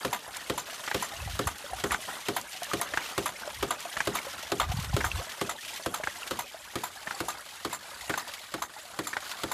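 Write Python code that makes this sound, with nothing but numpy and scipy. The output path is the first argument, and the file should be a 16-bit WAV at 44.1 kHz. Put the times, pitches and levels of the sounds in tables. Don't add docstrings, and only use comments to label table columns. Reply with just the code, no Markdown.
import sys
import numpy as np
from scipy import signal
from scipy.fft import rfft, irfft
from scipy.io import wavfile
from scipy.ndimage import uniform_filter1d

SR = 44100
rng = np.random.default_rng(int(sys.argv[2]) if len(sys.argv) > 2 else 0)


def bounce(signal):
    frames = np.transpose(np.atleast_2d(signal))
    limited = np.clip(frames, -1, 1)
    pcm = np.round(limited * 32767).astype(np.int16)
    wavfile.write(sys.argv[1], SR, pcm)


N = 420273
TIME = np.arange(N) / SR
HIT = np.arange(8192) / SR


def undb(db):
    return 10 ** (np.asarray(db) / 20)


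def level(x, db):
    return x * undb(db) / np.sqrt(np.mean(x ** 2))


def blow(x, db):
    return x * undb(db) / np.sqrt(np.sum(x ** 2) / (SR / 100))


def add(out, s, x):
    i = max(int(s * SR), 0)
    out[i:i + len(x)] += x[:max(len(out) - i, 0)]


def onset(rise_s):
    return np.minimum(HIT / rise_s, 1) ** 2


def fade(t60, start=0):
    return (HIT >= start) * np.exp(-np.log(1000) * np.abs(HIT - start) / t60)


def swell(t, centre_s, width_s):
    return np.exp(-((t - centre_s) / width_s) ** 2)


def noise(envelope):
    return envelope * rng.standard_normal(len(envelope))


def wander(rate):
    hold = int(SR / rate)
    return uniform_filter1d(np.repeat(rng.standard_normal(N // hold + 1), hold), hold)[:N]


def colour(x, spectrum):
    size = 2048
    hz, db = np.transpose(spectrum)
    bin_hz = np.arange(size // 2 + 1) * SR / size
    gain = undb(np.interp(np.log(bin_hz + 1), np.log(hz), db))
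    cepstrum = irfft(np.log(gain))
    cepstrum[1:size // 2] *= 2
    cepstrum[size // 2 + 1:] = 0
    return signal.fftconvolve(x, irfft(np.exp(rfft(cepstrum))))[:len(x)]


def resonate(x, modes):
    return sum((-1) ** k * undb(db) * signal.lfilter(*signal.iirpeak(hz, hz / width, SR), x)
               for k, (hz, width, db) in enumerate(modes))


def damped_sine(hz, cycles, glide, t=HIT):
    age = np.minimum(t * hz / cycles, 2)
    return np.sin(2 * np.pi * hz * t * (1 + glide * age / 2)) * np.exp(-np.log(1000) * age)


def patter(rate, spread_db, smear_s):
    sizes = undb(spread_db * np.minimum(rng.exponential(size=N), 5))
    impacts = sizes * (rng.random(N) < rate / SR)
    power = signal.lfilter([1], [1, -np.exp(-2 / (smear_s * SR))], impacts ** 2)
    return level(noise(np.sqrt(power)), 0)


def bubbles(count, low_hz, high_hz, cycles, spread_db):
    out = np.zeros(N)
    for when, pitch, life, size in rng.random((count, 4)):
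        hz = low_hz * (high_hz / low_hz) ** pitch
        turns = cycles * (.5 + life)
        db = -spread_db * np.log(size + np.exp(-4))
        ring = damped_sine(hz, turns, glide=.15, t=HIT[:int(SR * turns / hz)])
        add(out, when * N / SR, undb(db) * ring)
    return level(out, 0)


# time in seconds, distance from the pumps in metres.
LISTENER_PATH = [(0, 1.11), (1.5, 1.01), (2.7, 0.99), (4.8, 0.94), (5.8, 1.165), (6.7, 1.46), (7.7, 1.44),
                 (8.2, 1.24), (8.7, 1.82), (9.0, 1.35), (9.5, 1.32)]
def distance_db(s):
    return -20 * np.log10(np.interp(s, *np.transpose(LISTENER_PATH)))


def since(events, period_s):
    starts = np.array([events[0][0] - period_s] + [row[0] for row in events])
    return TIME - starts[np.maximum(np.searchsorted(starts, TIME) - 1, 0)]


def flow(db, distance_power, landing_db, build_db, lull_db, shower_db=0):
    slow_period_s, quick_period_s = 1.032, QUICK_STROKES[1][0] - QUICK_STROKES[0][0]
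    after_pop, after_slam = since(RECOIL_POPS, slow_period_s), since(QUICK_STROKES, quick_period_s)
    landing = landing_db * swell(after_pop, .12, .21)
    build = build_db * after_pop / slow_period_s
    lull = lull_db * swell(after_slam, .14, .035)
    shower = shower_db * swell(TIME, 5.72, .12)
    flutter = 1.7 * wander(45) + .8 * wander(8)
    return undb(db + distance_power * distance_db(TIME) + landing + build - lull + shower + flutter)


# frequency in Hz, gain in dB.
GURGLE_SPECTRUM = [(60, -17.5), (200, -4.5), (420, -4.5), (680, -0.5), (1000, 1), (1500, 2.5), (2200, -16),
                   (4000, -44)]
def gurgle():
    gain = flow(-45, distance_power=1.24, landing_db=7, build_db=6.5, lull_db=2)
    wash = level(colour(patter(rate=700, spread_db=4.5, smear_s=.014), GURGLE_SPECTRUM), -8.5)
    ringing = bubbles(count=900, low_hz=549, high_hz=1866, cycles=47, spread_db=3)
    return gain * (wash + undb(-9.5) * ringing)


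# frequency in Hz, gain in dB.
SPLASH_SPECTRUM = [(700, -6), (1400, -41), (1900, 12.5), (2400, 11), (3000, 15.5), (4500, 10), (6500, 8),
                   (9000, 1.5)]
def splash():
    gain = flow(-43.5, distance_power=1, landing_db=5, build_db=4, lull_db=2.5, shower_db=5)
    impacts = level(colour(patter(rate=3100, spread_db=6, smear_s=.011), SPLASH_SPECTRUM), -5)
    ringing = bubbles(count=4200, low_hz=1586, high_hz=6070, cycles=91, spread_db=4)
    return gain * (impacts + undb(-8) * ringing)


# frequency in Hz, gain in dB.
SPRAY_SPECTRUM = [(3500, -34), (6000, 3.5), (7500, 5), (9000, 6.5), (11200, 3), (12800, 1), (14500, -52)]
def spray():
    gain = flow(-57.5, distance_power=.8, landing_db=5.5, build_db=6, lull_db=4, shower_db=3)
    impacts = level(colour(patter(rate=2700, spread_db=1.5, smear_s=.00094), SPRAY_SPECTRUM), 0)
    fizz = bubbles(count=2000, low_hz=5960, high_hz=11960, cycles=160, spread_db=4.5)
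    return gain * (impacts + undb(-4) * fizz)


# start in seconds, end in seconds, level in dB about which the gust fluctuates.
WIND_GUSTS = [(1.155, 1.512, -45), (1.742, 1.915, -42.5), (3.57, 3.637, -46), (4.625, 5.2, -39.5)]
# start in seconds, relative level in dB, pitch in Hz.
WIND_BUFFETS = [(1.257, -31.5, 94.2), (1.458, -31, 87), (4.692, -26, 86), (4.737, -30, 139),
                (4.764, -29, 101), (4.785, -30, 145), (4.937, -21, 113)]
def wind():
    edge_s, calm_db = .052, -67.5
    spectrum = [(20, -14), (40, -6), (62, 1.5), (95, -2.5), (150, -14.5), (300, -36), (800, -77)]
    eddies = level(colour(noise(np.ones(N)), spectrum), 0)
    gusts = sum(undb(db) * np.interp(TIME, [start - edge_s, start, end, end + edge_s], [0, 1, 1, 0])
                for start, end, db in WIND_GUSTS)
    out = eddies * (undb(calm_db) + gusts) * undb(4 * wander(25))
    for s, db, hz in WIND_BUFFETS:
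        add(out, s, blow(damped_sine(hz, cycles=5.5, glide=-.11) * onset(.0066), db + 1))
    return out


# time of closure in seconds, then for the reopening the clack's
# relative level in dB, the metal tick's relative level in dB and the hollow ring's pitch in Hz.
QUICK_STROKES = [(0.049, -17.5, -35, 972), (0.498, -22.5, -34, 976), (0.945, -22.5, -31.5, 960),
                 (1.392, -19.5, -30, 1130), (1.839, -18, -28, 1200), (2.285, -19, -30, 966),
                 (2.734, -22, -24, 990), (3.179, -19.5, -31, 1160), (3.627, -18.5, -30, 1170),
                 (4.073, -20.5, -31, 1190), (4.519, -14, -33, 1185), (4.966, -20, -41, 1300),
                 (5.413, -21.5, -42, 1280), (5.861, -21, -35, 1280), (6.31, -20, -33, 960),
                 (6.756, -20, -36, 930), (7.204, -19, -31, 935), (7.649, -22, -35, 960),
                 (8.096, -20.5, -34, 1050), (8.540, -18, -45, 1070), (8.990, -25, -36, 1260),
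                 (9.435, -20, -39, 1010)]
# frequency in Hz, gain in dB.
CRACK_SPECTRUM = [(150, 1.5), (400, -1), (800, 3), (1020, 4.5), (1230, 9), (1700, 1), (2500, -3), (3400, 0),
                  (5000, -10.5), (9000, -20)]
SNAP_SPECTRUM = [(1500, -39), (4200, 7.5), (5600, 2), (7300, 7.5), (8500, 3), (10800, 3), (12500, -2.5),
                 (14000, -2.5)]
def valve_slams():
    out = np.zeros(N)
    for s, *_ in QUICK_STROKES:
        slam_db = -14 + distance_db(s)
        crack = colour(noise(onset(.0011) * (fade(.057) + .05 * fade(.13))), CRACK_SPECTRUM)
        snap = colour(noise(onset(.00054) * (fade(.035) + .088 * fade(.078))), SNAP_SPECTRUM)
        add(out, s - .001, blow(crack, slam_db - 13) + blow(snap, slam_db - 21.5))
    return out


# frequency in Hz, relative level in dB, time to decay by 60 dB in seconds.
PIPE_MODES = [(62, -15, 0.24), (118.7, -6, 0.19), (193.6, -9, 0.34), (260.6, -7, 0.33), (301.2, -5.5, 0.38),
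              (337.7, -3.5, 0.37), (404.2, -2.5, 0.34), (494, -3.5, 0.13), (540, 0.5, 0.091),
              (694, -6.5, 0.21)]
# time in seconds, frequency in Hz.
RING_CENTRE = [(0, 484), (1.4, 457), (1.85, 405), (5.45, 410), (5.85, 550), (6.3, 556), (6.75, 307),
               (9.5, 333)]
def water_hammer():
    out = np.zeros(N)
    surge_s = .034
    surge = np.interp(HIT, [surge_s - .003, surge_s + .004], [1, .33])
    for s, *_ in QUICK_STROKES:
        pipe_db = -25 + 1.23 * distance_db(s)
        centre_hz = np.interp(s, *np.transpose(RING_CENTRE))
        scatter = rng.standard_normal((len(PIPE_MODES), 2)) * [1.5, .009]
        ring = 0
        for k, ((hz, mode_db, t60), (stray_db, detune)) in enumerate(zip(PIPE_MODES, scatter)):
            favour_db = 5 * np.exp(-(np.log2(hz / centre_hz) / .24) ** 2)
            mode = fade(t60) * np.sin(2 * np.pi * hz * (1 + detune) * HIT)
            ring += (-1) ** k * undb(mode_db + favour_db + stray_db) * mode
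        add(out, s - .001, blow(ring * surge, pipe_db - .5))
        churn = noise(onset(.016) * fade(.44))
        churn = resonate(churn, [(123, 160, -2), (247, 104, 1.5), (450, 210, -3)])
        add(out, s, blow(churn, pipe_db - 9))
    return out


def bounces(first_s, keep, t60):
    landings = np.cumsum(first_s * .78 ** np.arange(3) * rng.uniform(.92, 1.08, 3))
    return fade(t60) + sum(keep * .52 ** k * rng.uniform(.57, 1.6) * fade(t60 * .95, s)
                           for k, s in enumerate(landings))


# frequency in Hz, bandwidth in Hz, relative level in dB.
BODY_MODES = [(730, 190, 3), (996, 67, 6.5), (1204, 41, 8), (1500, 290, 0), (2010, 370, -1),
              (3590, 740, -5.5)]
STEM_MODES = [(6336, 79, 6), (7320, 260, 4.5), (7230, 230, 8.5), (11150, 830, -4.5), (13760, 230, -1)]
def valve_clacks():
    out = np.zeros(N)
    closed_for_s, brass_distance_power = .079, .26
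    for shut_s, clack_db, tick_db, ring_hz in QUICK_STROKES:
        s, far_db = shut_s + closed_for_s, distance_db(shut_s)
        brass_db = -40.5 + brass_distance_power * far_db
        hops = bounces(first_s=.017, keep=.36, t60=.046)
        contact = onset(.0036) * (hops + .45 * fade(.084))
        hollow_ring = damped_sine(ring_hz, cycles=21, glide=0) * onset(.0018)
        add(out, s, blow(resonate(noise(contact), BODY_MODES), clack_db + far_db - 8))
        add(out, s, blow(hollow_ring, clack_db + far_db - 10.5))
        scatter = rng.standard_normal((len(STEM_MODES), 2)) * [.004, 3.5]
        stem = [(hz * (1 + detune), width, db + stray_db)
                for (hz, width, db), (detune, stray_db) in zip(STEM_MODES, scatter)]
        add(out, s + .0032, blow(resonate(noise(hops), stem), brass_db + 5.5))
        add(out, s, blow(colour(noise(contact), SNAP_SPECTRUM), brass_db + 3))
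        tick = damped_sine(10900, cycles=70, glide=0) + .25 * colour(noise(fade(.006)), SPRAY_SPECTRUM)
        add(out, s + .001, blow(tick, tick_db + far_db - 5.5))
        unseating = resonate(noise(fade(.03)), STEM_MODES[:3])
        add(out, s - .018, blow(unseating, brass_db + far_db - 9))
    return out


# start in seconds, relative level in dB.
PIPE_DROPS = [(0.3691, -25), (1.5833, -33), (2.4134, -28.5), (2.632, -27), (2.6445, -29), (3.8048, -28.5)]
def drops():
    out = np.zeros(N)
    for s, db in PIPE_DROPS:
        add(out, s, blow(colour(noise(fade(.015)), SNAP_SPECTRUM), db - 12))
    return out


# start in seconds, relative level in dB, pitch in Hz.
RECOIL_POPS = [(0.913, -16.5, 1540), (1.944, -16.5, 1490), (2.973, -14.5, 1570), (4.004, -14.5, 1610),
               (5.042, -18.5, 1570), (6.072, -18.5, 1600), (7.108, -20.5, 1380), (8.139, -19.5, 1520),
               (9.167, -18.5, 1505)]
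# frequency in Hz, gain in dB.
CLICK_SPECTRUM = [(150, -8), (600, -7.5), (1300, -1.5), (1900, 1.5), (2800, -10.5), (4500, -17),
                  (7000, -18), (10000, -28), (15000, -95.5)]
def slow_pump():
    out = np.zeros(N)
    seating = onset(.001) * (fade(.035) + .5 * fade(.03, start=.004) + .08 * fade(.12))
    splutter = onset(.002) * (fade(.025) + .25 * fade(.11))
    for s, db, hz in RECOIL_POPS:
        shut_s, click_db = s - .036, -23 + distance_db(s)
        add(out, shut_s, blow(colour(noise(seating), CLICK_SPECTRUM), click_db - 6.5))
        add(out, shut_s, blow(damped_sine(1750, cycles=20, glide=0), click_db - 12))
        pop = damped_sine(hz, cycles=28, glide=.04) + .5 * damped_sine(850, cycles=18, glide=.03)
        add(out, s, blow(pop * onset(.0013), db - 12))
        add(out, s - .001, blow(colour(noise(splutter), CLICK_SPECTRUM), db - 12.5))
    return out


# start in seconds, relative level in dB.
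MUD_SPLATS = [(2.6326, -26), (4.4274, -28.5), (4.7175, -26.5), (4.797, -28), (4.844, -27), (5.3176, -28.5),
              (6.274, -25), (8.278, -29.5), (8.337, -26.5), (9.314, -24.5)]
def splats():
    out = np.zeros(N)
    earliest_s, latest_s = .078, .24
    pieces = [(s + earliest_s + (latest_s - earliest_s) * late, -32 + .32 * distance_db(s) - 5 * weak)
              for s, *_ in RECOIL_POPS for late, weak in rng.random((2, 2))]
    for s, db in MUD_SPLATS + pieces:
        slap = colour(noise(onset(.0012) * fade(.075)), SPLASH_SPECTRUM)
        add(out, s - .001, blow(slap, db - 10.5))
    return out


# start in seconds, relative level in dB, bubble pitch in Hz.
PUDDLE_PLOPS = [(1.275, -27, 763), (1.732, -19.5, 740), (2.62, -23, 697), (2.714, -21, 1210),
                (3.433, -27.5, 1510), (3.475, -23, 594), (3.854, -23.5, 687), (4.187, -22, 2150),
                (4.267, -25.5, 544), (4.717, -22.5, 725), (4.931, -25, 790), (5.115, -20, 2650),
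                (5.999, -24, 610), (6.231, -27, 2710), (6.544, -27.5, 650), (8.764, -31.5, 837)]
def plops():
    out = np.zeros(N)
    low_hz, high_hz = 532, 1146
    lesser_gobs = [(s, -33.5 + distance_db(s), low_hz * (high_hz / low_hz) ** pitch)
                   for s, pitch in rng.random((20, 2)) * [N / SR, 1]]
    for s, db, hz in PUDDLE_PLOPS + lesser_gobs:
        add(out, s, blow(damped_sine(hz, cycles=35, glide=.076) * onset(.0013), db - 11))
        add(out, s, blow(colour(noise(onset(.0035) * fade(.048)), CLICK_SPECTRUM), db - 25))
    return out


def glug():
    start_s, length_s, first_hz, last_hz = 5.172, .068, 300, 880
    fill = np.clip((TIME - start_s) / length_s, 0, 1)
    wobble = wander(200)
    hz = first_hz * (last_hz / first_hz) ** fill * (1 + .08 * wobble)
    envelope = undb(-38 + 1.8 * wobble) * np.sin(np.pi * fill)
    return envelope * np.sin(2 * np.pi * np.cumsum(hz) / SR)


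# time in seconds, reflected amplitude as a share of the direct sound.
LIP_REFLECTION = [(0, 0.0067), (6.0, 0.013), (7.4, 0.19), (9.5, 0.17)]
def grazing_reflection(direct):
    lag_s = .00034
    share = np.interp(TIME, *np.transpose(LIP_REFLECTION))
    return -share * np.interp(TIME - lag_s, TIME, direct)


def scene():
    pumps = valve_slams() + water_hammer() + valve_clacks() + slow_pump()
    water = gurgle() + splash() + spray() + drops() + splats() + plops() + glug()
    trench = pumps + water
    return (trench + grazing_reflection(trench) + wind())[None]


def record(dry):
    dry = signal.sosfilt(signal.butter(4, 46, "high", fs=SR, output="sos"), dry)
    return signal.sosfilt(signal.ellip(8, .2, 70, 14450, fs=SR, output="sos"), dry)


dry = scene()
out = record(dry)
bounce(out)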